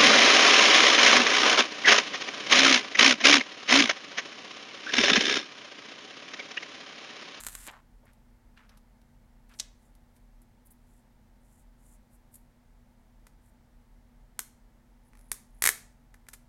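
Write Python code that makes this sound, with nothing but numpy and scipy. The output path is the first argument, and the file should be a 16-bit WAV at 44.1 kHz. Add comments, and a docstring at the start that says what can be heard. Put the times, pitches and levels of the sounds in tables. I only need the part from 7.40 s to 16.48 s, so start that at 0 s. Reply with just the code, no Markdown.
"""A small room with a faint hum, heard close up: the last of a protective film rips off a phone's screen,
flops and settles. The phone is turned over in the hand; then a fingernail picks at the stiff label on its back,
which lets go in a quick run of loud snaps. Peel, flaps, slides and scratches are random grains through filters,
clicks are bursts ringing an object's spectrum, and the label's corner and the case ring as resonances."""
import sys
import numpy as np
from scipy import signal
from scipy.fft import rfft, irfft, next_fast_len
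from scipy.io import wavfile
from scipy.ndimage import uniform_filter1d

SR = 44100
rng = np.random.default_rng(int(sys.argv[2]) if len(sys.argv) > 2 else 0)


def dump_mix(stems):
    """Bounce the given channels to the path in sys.argv[1] as a 16-bit WAV at rate SR."""
    frames = np.atleast_2d(stems).T  # one column per channel
    limited = np.clip(frames, -1, 1)  # hard clip at full scale
    pcm = np.round(limited * 32767).astype(np.int16)
    wavfile.write(sys.argv[1], SR, pcm)


N = 400428
TIME = np.arange(N) / SR  # seconds

# What the film rings with. Each row: frequency in Hz, gain in dB.
FILM_COLOUR = [(200, -8), (700, -6), (1500, 3), (2500, -4.5), (4000, 0), (5500, -6), (7500, 6.5),
               (10000, -2), (12500, 2), (14000, -11), (16000, -21)]
# The label lets go. Each row: start in seconds, level in dB, fade in ms, pitch of its bending flap as a ratio.
LABEL_SNAPS = [(5.868, -47, 2.6, 0.55), (6.9918, -21, 1, .72), (7.9169, -21.5, .6, 1.06),
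               (8.2226, -15.5, .54, 1.08), (8.2396, -14, .8, 0.98), (8.254, -14.5, 1.0, 1.1),
               (8.2614, -13, 1.0, 1.08), (8.2733, -11.3, .6, 1.02), (8.2901, -12.5, .45, .97),
               (8.7418, -48.5, 2.4, 0.98), (8.8676, -57, 1, 1.13), (8.8861, -38.5, 2.2, 0.85),
               (8.9332, -36, 6.4, 1.08)]
# The high ring of the label's tip: frequency in Hz, width in Hz.
TIP_MODE = (10100, 1300)


def amp(db):
    """Decibels to gain."""
    return 10 ** (np.asarray(db) / 20)


def unit(x):
    """Scale to rms 1."""
    return x / np.sqrt(np.mean(x ** 2))


def add(out, s, x):
    """Mix x into out from time s on."""
    i = max(int(s * SR), 0)
    out[i:i + len(x)] += x[:len(out) - i]


def shape(points, size):
    """Decibels of (Hz, dB) points on the frequency grid of a sound of this size."""
    hz, db = np.transpose(points)
    grid_hz = np.fft.rfftfreq(size, 1 / SR) + 1e-3
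    return np.interp(np.log(grid_hz), np.log(hz), db)


def colour(x, points):
    """Filter x with a spectrum of (Hz, dB) points."""
    size = next_fast_len(len(x))
    return irfft(rfft(x, size) * amp(shape(points, size)), size)[:len(x)]


def ring(db):
    """Causal (minimum-phase) response of an object with this spectrum: all of it follows the blow."""
    cepstrum = irfft(np.log(amp(db)))
    half = len(cepstrum) // 2
    cepstrum[1:half] *= 2
    cepstrum[half + 1:] = 0
    return np.exp(rfft(cepstrum))


def resonate(x, hz, width_hz):
    """Band-pass with steep skirts, at rms 1."""
    size = next_fast_len(len(x))
    f = np.fft.rfftfreq(size, 1 / SR) + 1e-3
    skirts = 1 + ((f * f - hz * hz) / (f * width_hz)) ** 2
    return unit(irfft(rfft(x, size) / skirts, size)[:len(x)])


def mode(x, hz, width_hz):
    """One ringing resonance, gain 1 at its centre."""
    b, a = signal.iirpeak(hz, hz / width_hz, SR)
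    return signal.lfilter(b, a, x + 1e-18)


def grains(size, per_s, spread_db):
    """Tiny slips at random moments; spread_db sets how their strength varies with an exponential draw."""
    chance, sign, strength = rng.random(size), rng.standard_normal(size), rng.exponential(size=size)
    slips = (chance < per_s / SR) * sign * amp(spread_db * np.minimum(strength, 4))
    return unit(slips + 1e-3 * sign)


def stroke(rise, fall, edge_db):
    """Gain of a movement that swells to its peak and dies away; rise and fall in seconds."""
    t = np.arange(int((rise + fall) * SR)) / SR
    swell = amp(np.interp(t, [0, rise, rise + fall], [edge_db, 0, edge_db]))
    return swell * signal.windows.tukey(len(t), .15)


def clicks(table, body, rattle_db, rattle_ms, size=2048):
    """Each release (s, level dB, body dB, middle dB, fade ms) is a sharp crack and a noise burst that ring the object."""
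    out = np.zeros(N)
    ms = np.arange(size) / SR * 1000
    lead = size // 64  # samples kept ahead of the crack
    noises = rng.standard_normal((len(table), size))
    for (s, db, body_db, middle_db, fade_ms), noise in zip(table, noises):
        fade = max(fade_ms, .1)
        # the sheet and the fingers holding it rattle on for a few milliseconds
        decay = np.exp(-ms / fade) + amp(rattle_db) * np.exp(-ms / rattle_ms)
        burst = noise * decay * np.minimum(2 * ms / fade, 1)
        burst[2] += 2.8  # the first crack
        spectrum = rfft(burst)
        # the cracks themselves have no colour
        spectrum /= np.sqrt(uniform_filter1d(np.abs(spectrum) ** 2, size=20))
        # a larger moving patch gives more body
        patch = [(2500, body_db), (3300, middle_db), (6000, middle_db), (7000, 0)]
        rung = irfft(spectrum * ring(shape(body, size) + shape(patch, size)))
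        click = np.roll(rung, lead)[:size // 2]
        # the level is the rms the click would have if all its energy fell within 1 ms
        loudness = amp(db) * np.sqrt(SR / 1000 / np.sum(click ** 2))
        add(out, s - size / 64 / SR, click * loudness)
    return out


def air():
    """Steady ventilation noise with a resonant rumble and a mains hum whose phase wavers slowly."""
    # Spectrum of the room air. Each row: frequency in Hz, gain in dB.
    air_colour = [(15, -7.5), (30, -5.5), (70, -7), (180, -15), (280, -22), (335, -16), (380, -24),
                  (480, -19.5), (900, -21.5), (1080, -26.5), (2100, -28.5), (2500, -34.5), (5000, -38),
                  (16000, -42.5)]
    # Room resonances in the rumble. Each row: frequency in Hz, width in Hz, level in dB.
    rumble_modes = [(38.44, 11, -59), (88.5, 8, -75), (143.5, 9.1, -77), (211, 29, -73.5),
                    (247.7, 27, -75.5), (876, 100, -81)]
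    # Mains hum. Each row: frequency in Hz, level in dB.
    hum_tones = [(119.5, -73.5), (240, -69.5)]
    hiss = unit(colour(rng.standard_normal(N), air_colour)) * amp(-65)
    rumble = sum(amp(db) * resonate(rng.standard_normal(N), hz, width) for hz, width, db in rumble_modes)
    waver = .2 * resonate(rng.standard_normal(N), 1, 2)  # radians
    hum = sum(amp(db) * np.sqrt(2) * np.sin(2 * np.pi * hz * TIME + waver) for hz, db in hum_tones)
    return hiss + rumble + hum


def room(x, size=24000):
    """Echoes off the table and nearby things, and a short diffuse tail whose bands decay at their own rates."""
    # Diffuse tail. Each row: frequency in Hz, time to fall 60 dB in seconds, starting level in dB.
    tail = [(400, .5, -42.5), (1000, .42, -45.5), (2000, .35, -43.5), (3500, .38, -42.5), (6000, .37, -41),
            (10000, .3, -42.5), (14000, .25, -39)]
    t = np.arange(size) / SR
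    spectrum = rfft(rng.standard_normal(size))
    response = np.zeros(size)
    for hz, t60, db in tail:
        # overlapping bands that sum to one
        share = shape([(row[0], float(row[0] == hz)) for row in tail], size)
        response += irfft(spectrum * share, size) * amp(db - 60 * t / t60)
    response *= np.clip(t / .005, 0, 1)  # the tail builds over 5 ms
    early = np.zeros(size)
    for lag_s, db in [(.0087, -15.5), (.0121, -17.5), (.0138, -23), (.025, -25)]:
        scatter = rng.standard_normal(size // 100) * np.exp(-t[:size // 100] / .0008)
        add(early, lag_s, amp(db) * scatter / np.linalg.norm(scatter))
    response += colour(early, [(2000, -2.5), (8000, 2.0)])
    return signal.fftconvolve(x, response)[:N]


def peel():
    """The glue lets go in thousands of small threads, and in coarser slips where the pull is uneven."""
    # The hiss of the threads. Each row: frequency in Hz, gain in dB.
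    peel_colour = [(240, -30), (400, -11), (460, -20), (562, -11), (1380, -4.5), (1680, -2.5),
                   (4180, -11.5), (6000, -10), (7300, -1.5), (11000, -2), (13300, -10), (14500, -18),
                   (16000, -20)]
    end_s, release_s = .273, .04  # the film leaves the glass
    t = TIME[TIME < end_s + release_s]
    # the threads swell gently, in dB per second
    threads = unit(colour(grains(len(t), per_s=12000, spread_db=-0.5), peel_colour)) * amp(-54 + 8 * t)
    # the slips ease as the pull evens out
    slips = unit(colour(grains(len(t), per_s=220, spread_db=1), FILM_COLOUR)) * amp(-49 - 70 * t)
    release = amp(np.interp(t, [end_s, end_s + release_s], [0, -50]))
    return np.pad(release * (threads + slips), (0, N - len(t)))


def film_crackles(body_db=1, middle_db=-2):
    """Large patches of the film jump off the glass, each ringing the sheet."""
    # The film's loudest releases. 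Each row: start in seconds, level in dB, fade in ms.
    releases = [(0.0367, -34.5, .2), (0.0484, -37, .2), (0.067, -25, .6), (0.072, -33, .3),
                (0.0857, -32.5, 0.17), (.1515, -29.5, 1.5), (.268, -37, .2), (.2749, -35, 1),
                (.314, -51, .3)]
    rows = [(s, db, body_db, middle_db, fade) for s, db, fade in releases]
    return clicks(rows, FILM_COLOUR, rattle_db=-14, rattle_ms=3.1)


def flaps():
    """The freed film buckles in small steps around one broad resonance."""
    # The loose film flexing. Each row: peak time in seconds, length in seconds, level in dB, resonance in Hz.
    flexes = [(.277, .02, -49, 300), (.285, .03, -42.5, 1930), (0.286, 0.086, -50.5, 900),
              (0.331, .11, -52.5, 1080), (0.639, .05, -62.5, 600), (0.672, .07, -62.5, 1600),
              (1.174, .035, -57, 1900), (1.195, .12, -59.5, 1390), (1.313, .11, -64, 1400),
              (2.114, 0.079, -60, 1620)]
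    out = np.zeros(N)
    for peak, length, db, hz in flexes:
        rise = .3 * length
        gain = stroke(rise, length - rise, edge_db=-11.5)
        steps = grains(len(gain), per_s=2400, spread_db=1.5)
        add(out, peak - rise, amp(db) * gain * resonate(steps, hz, .98 * hz))
    return out


def grip_ticks(middle_db=-11, middle_share=0.99):
    """Fingers catch on the case and let go, and a few dull taps (0.65, 0.73, 2.14 s) are the loose film
    settling; the middle of the spectrum grows with the body."""
    # A firm press has body, a light touch is all treble.
    # Each row: start in seconds, level in dB, body in dB, fade in ms.
    touches = [(.6547, -60, 1, .6), (.7322, -59, 12, 2), (1.2925, -50, 28, 4), (1.372, -53, 18, 4.5),
               (1.6158, -62, 22, 1.5), (2.0937, -57.5, 17, 1.5), (2.1382, -50.5, 32, 3),
               (2.5515, -57.5, 14, 1.5), (2.7636, -60, 21, 3.8), (3.0185, -55.5, 4, .3), (3.27, -53, 0, 2),
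               (3.306, -52, -4, 5), (4.9408, -42.5, 0, 6), (4.955, -42.5, -2, 3)]
    # What the gripped case rings with. Each row: frequency in Hz, gain in dB.
    grip_colour = [(200, -23.5), (700, -12.5), (1500, -20), (2500, -15.5), (3700, -3), (5500, -3.5),
                   (7500, -2.5), (10000, 4.5), (13000, 1), (16000, -18)]
    rows = [(s, db, body, middle_db + middle_share * body, fade) for s, db, body, fade in touches]
    return clicks(rows, grip_colour, rattle_db=-8, rattle_ms=5.9)


def slides(edge_db=-12, flicker_db=1.5):
    """Skin ridges catch and slip on the smooth case: the slide builds, holds unevenly, stops as the finger lifts."""
    # Skin sliding on the case. Each row: start in seconds, length in seconds, level in dB.
    strokes = [(2.088, 0.18, -69), (2.35, .16, -77.5), (2.735, 0.053, -73), (3.249, 0.021, -64),
               (3.303, 0.025, -62), (3.402, 0.22, -76), (3.999, .24, -72), (4.381, 0.19, -67.5),
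               (4.699, .072, -70), (4.912, 0.057, -65.5), (6.01, 0.098, -74)]
    # Its hiss at the usual length or longer. Each row: frequency in Hz, gain in dB.
    slide_colour = [(2000, -30), (5000, -18.5), (7200, 1), (9500, 1.5), (12000, -1), (14000, -15.5),
                    (16000, -13)]
    rise_share, stop_share = 0.49, 0.11  # of the length: builds slowly, stops sooner
    usual_s, pitch_power = .16, .12
    out = np.zeros(N)
    for start, length, db in strokes:
        along = np.linspace(0, 1, int(length * SR))
        gain = amp(np.interp(along, [0, rise_share, 1 - stop_share, 1], [edge_db, 0, 0, edge_db]))
        # a slide shorter than usual hisses higher
        pitch = max(usual_s / length, 1) ** pitch_power
        pitched = [(pitch * hz, level) for hz, level in slide_colour]
        hiss = colour(grains(len(gain), per_s=6300, spread_db=2), pitched)
        add(out, start, amp(db) * gain * unit(hiss))
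    flicker = flicker_db * resonate(rng.standard_normal(N), 25, 40)
    return out * amp(flicker)


def phone_knock(body_db=6.5, middle_db=5.5):
    """The handled phone knocks once, a touch before and a bounce after: three contacts ring the case alike."""
    # Each row: start in seconds, level in dB, fade in ms.
    contacts = [(2.1892, -37, 5.3), (2.1981, -22, 2), (2.2021, -27, 1.14)]
    # What the knocked case rings with. Each row: frequency in Hz, gain in dB.
    knock_colour = [(200, -32), (700, -21), (1500, -17.5), (2500, -12.5), (3700, -3), (5500, 0),
                    (7500, 2.5), (10000, -5.5), (12500, -12), (14000, -27), (16000, -38)]
    rows = [(s, db, body_db, middle_db, fade) for s, db, fade in contacts]
    return clicks(rows, knock_colour, rattle_db=-15.0, rattle_ms=5.7)


def label_snaps(body_db=-4.5, middle_db=0.8, middle_share=.4):
    """Hard snaps are bright, weak picks dull; in between the nail skips along the edge."""
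    # What the label rings with. Each row: frequency in Hz, gain in dB.
    label_colour = [(150, -20), (400, -14), (600, -15.5), (850, -10.5), (1300, -6), (2000, -6.5),
                    (2400, -9), (2900, -14.5), (4400, -14), (5000, -14), (6500, -11), (9200, -8.5),
                    (12800, -10.5), (14000, -20), (16000, -27)]
    # picks weaker than this are soft and dull: body gained per dB below it
    soft_below_db, soft_body_slope = -33, 0.62
    picks = [(s, db, body_db + soft_body_slope * max(soft_below_db - db, 0), fade)
             for s, db, fade, _ in LABEL_SNAPS]
    # five skips at an even pace (s, level dB, body dB, fade ms), each fainter and thinner than the last
    skips = [(7.7335 + k * .0195, -53 - 1.2 * k, 17 - 5 * k, 0.65) for k in range(5)]
    rows = [(s, db, body, middle_db + middle_share * body, fade) for s, db, body, fade in picks + skips]
    return clicks(rows, label_colour, rattle_db=-7.5, rattle_ms=2.4)


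def corner(snaps):
    """The label's lifted corner rings after each snap: a tiny tip rings high, then the growing flap bends."""
    # Gains of the two over time. Each row: time in seconds, tip gain in dB, bending gain in dB.
    corner_gains = [(7, -28, -9), (7.9, 2, -8), (8.22, -16, -1.5), (8.27, -16, 9), (8.9, -14, -1)]
    # The bending flap at pitch ratio 1. Each row: frequency in Hz, width in Hz.
    bending_modes = [(1780, 150), (2060, 190)]
    s, tip_db, bending_db = np.transpose(corner_gains)
    out = mode(snaps * amp(np.interp(TIME, s, tip_db)), *TIP_MODE)
    for start, _, _, pitch in LABEL_SNAPS:
        # the first 7 ms of the snap drive the flap, which then rings on
        push = np.pad(snaps[int(start * SR):int((start + .007) * SR)], (0, 2048))
        bend = sum(mode(push, pitch * hz, width) for hz, width in bending_modes)
        add(out, start, amp(np.interp(start, s, bending_db)) * bend)
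    return out


def case_thump(snaps):
    """The phone under the label thumps with each snap as its low resonances ring."""
    # Each row: frequency in Hz, width in Hz, gain in dB.
    case_modes = [(147, 90, -7), (417, 22, 2)]
    return sum(amp(db) * mode(snaps, hz, width) for hz, width, db in case_modes)


def scratches(width_hz=2200):
    """The nail, scratching for a hold, catches in sparse tiny steps that ring the label's tip."""
    # Each row: start in seconds, nominal length in seconds (1.09 of it sounds), level in dB.
    attempts = [(7.618, 0.077, -75), (7.772, 0.18, -68), (8.1, .125, -71)]
    out = np.zeros(N)
    for start, length, db in attempts:
        gain = stroke(0.89 * length, .2 * length, edge_db=-10.5)
        steps = grains(len(gain), per_s=500, spread_db=-0.5)
        add(out, start, amp(db) * gain * resonate(steps, TIP_MODE[0], width_hz))
    return out


def scene():
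    """Film, hand and label close to the microphone, in the room."""
    film = film_crackles() + peel() + flaps()
    grip = grip_ticks() + slides() + scratches()
    knock = phone_knock()
    snaps = label_snaps()
    ringing = corner(snaps) + case_thump(snaps)
    # the case and the label's tip beam their highest rings at the microphone, so the room gets less of them
    knock_sent = colour(knock, [(2000, 7), (4500, -6.5), (12000, -8.5)])
    sent = amp(-6.0) * film + amp(-2.5) * grip + knock_sent + snaps + amp(-4.5) * ringing
    close = film + grip + knock + snaps + ringing
    return (close + room(sent) + air())[None]


def record(dry):
    """The recorder cuts the top with a steep low-pass at 16.1 kHz."""
    low_pass = signal.ellip(10, .2, 70, 16100, fs=SR, output="sos")
    return signal.sosfilt(low_pass, dry)


dry = scene()
out = record(dry)
dump_mix(out)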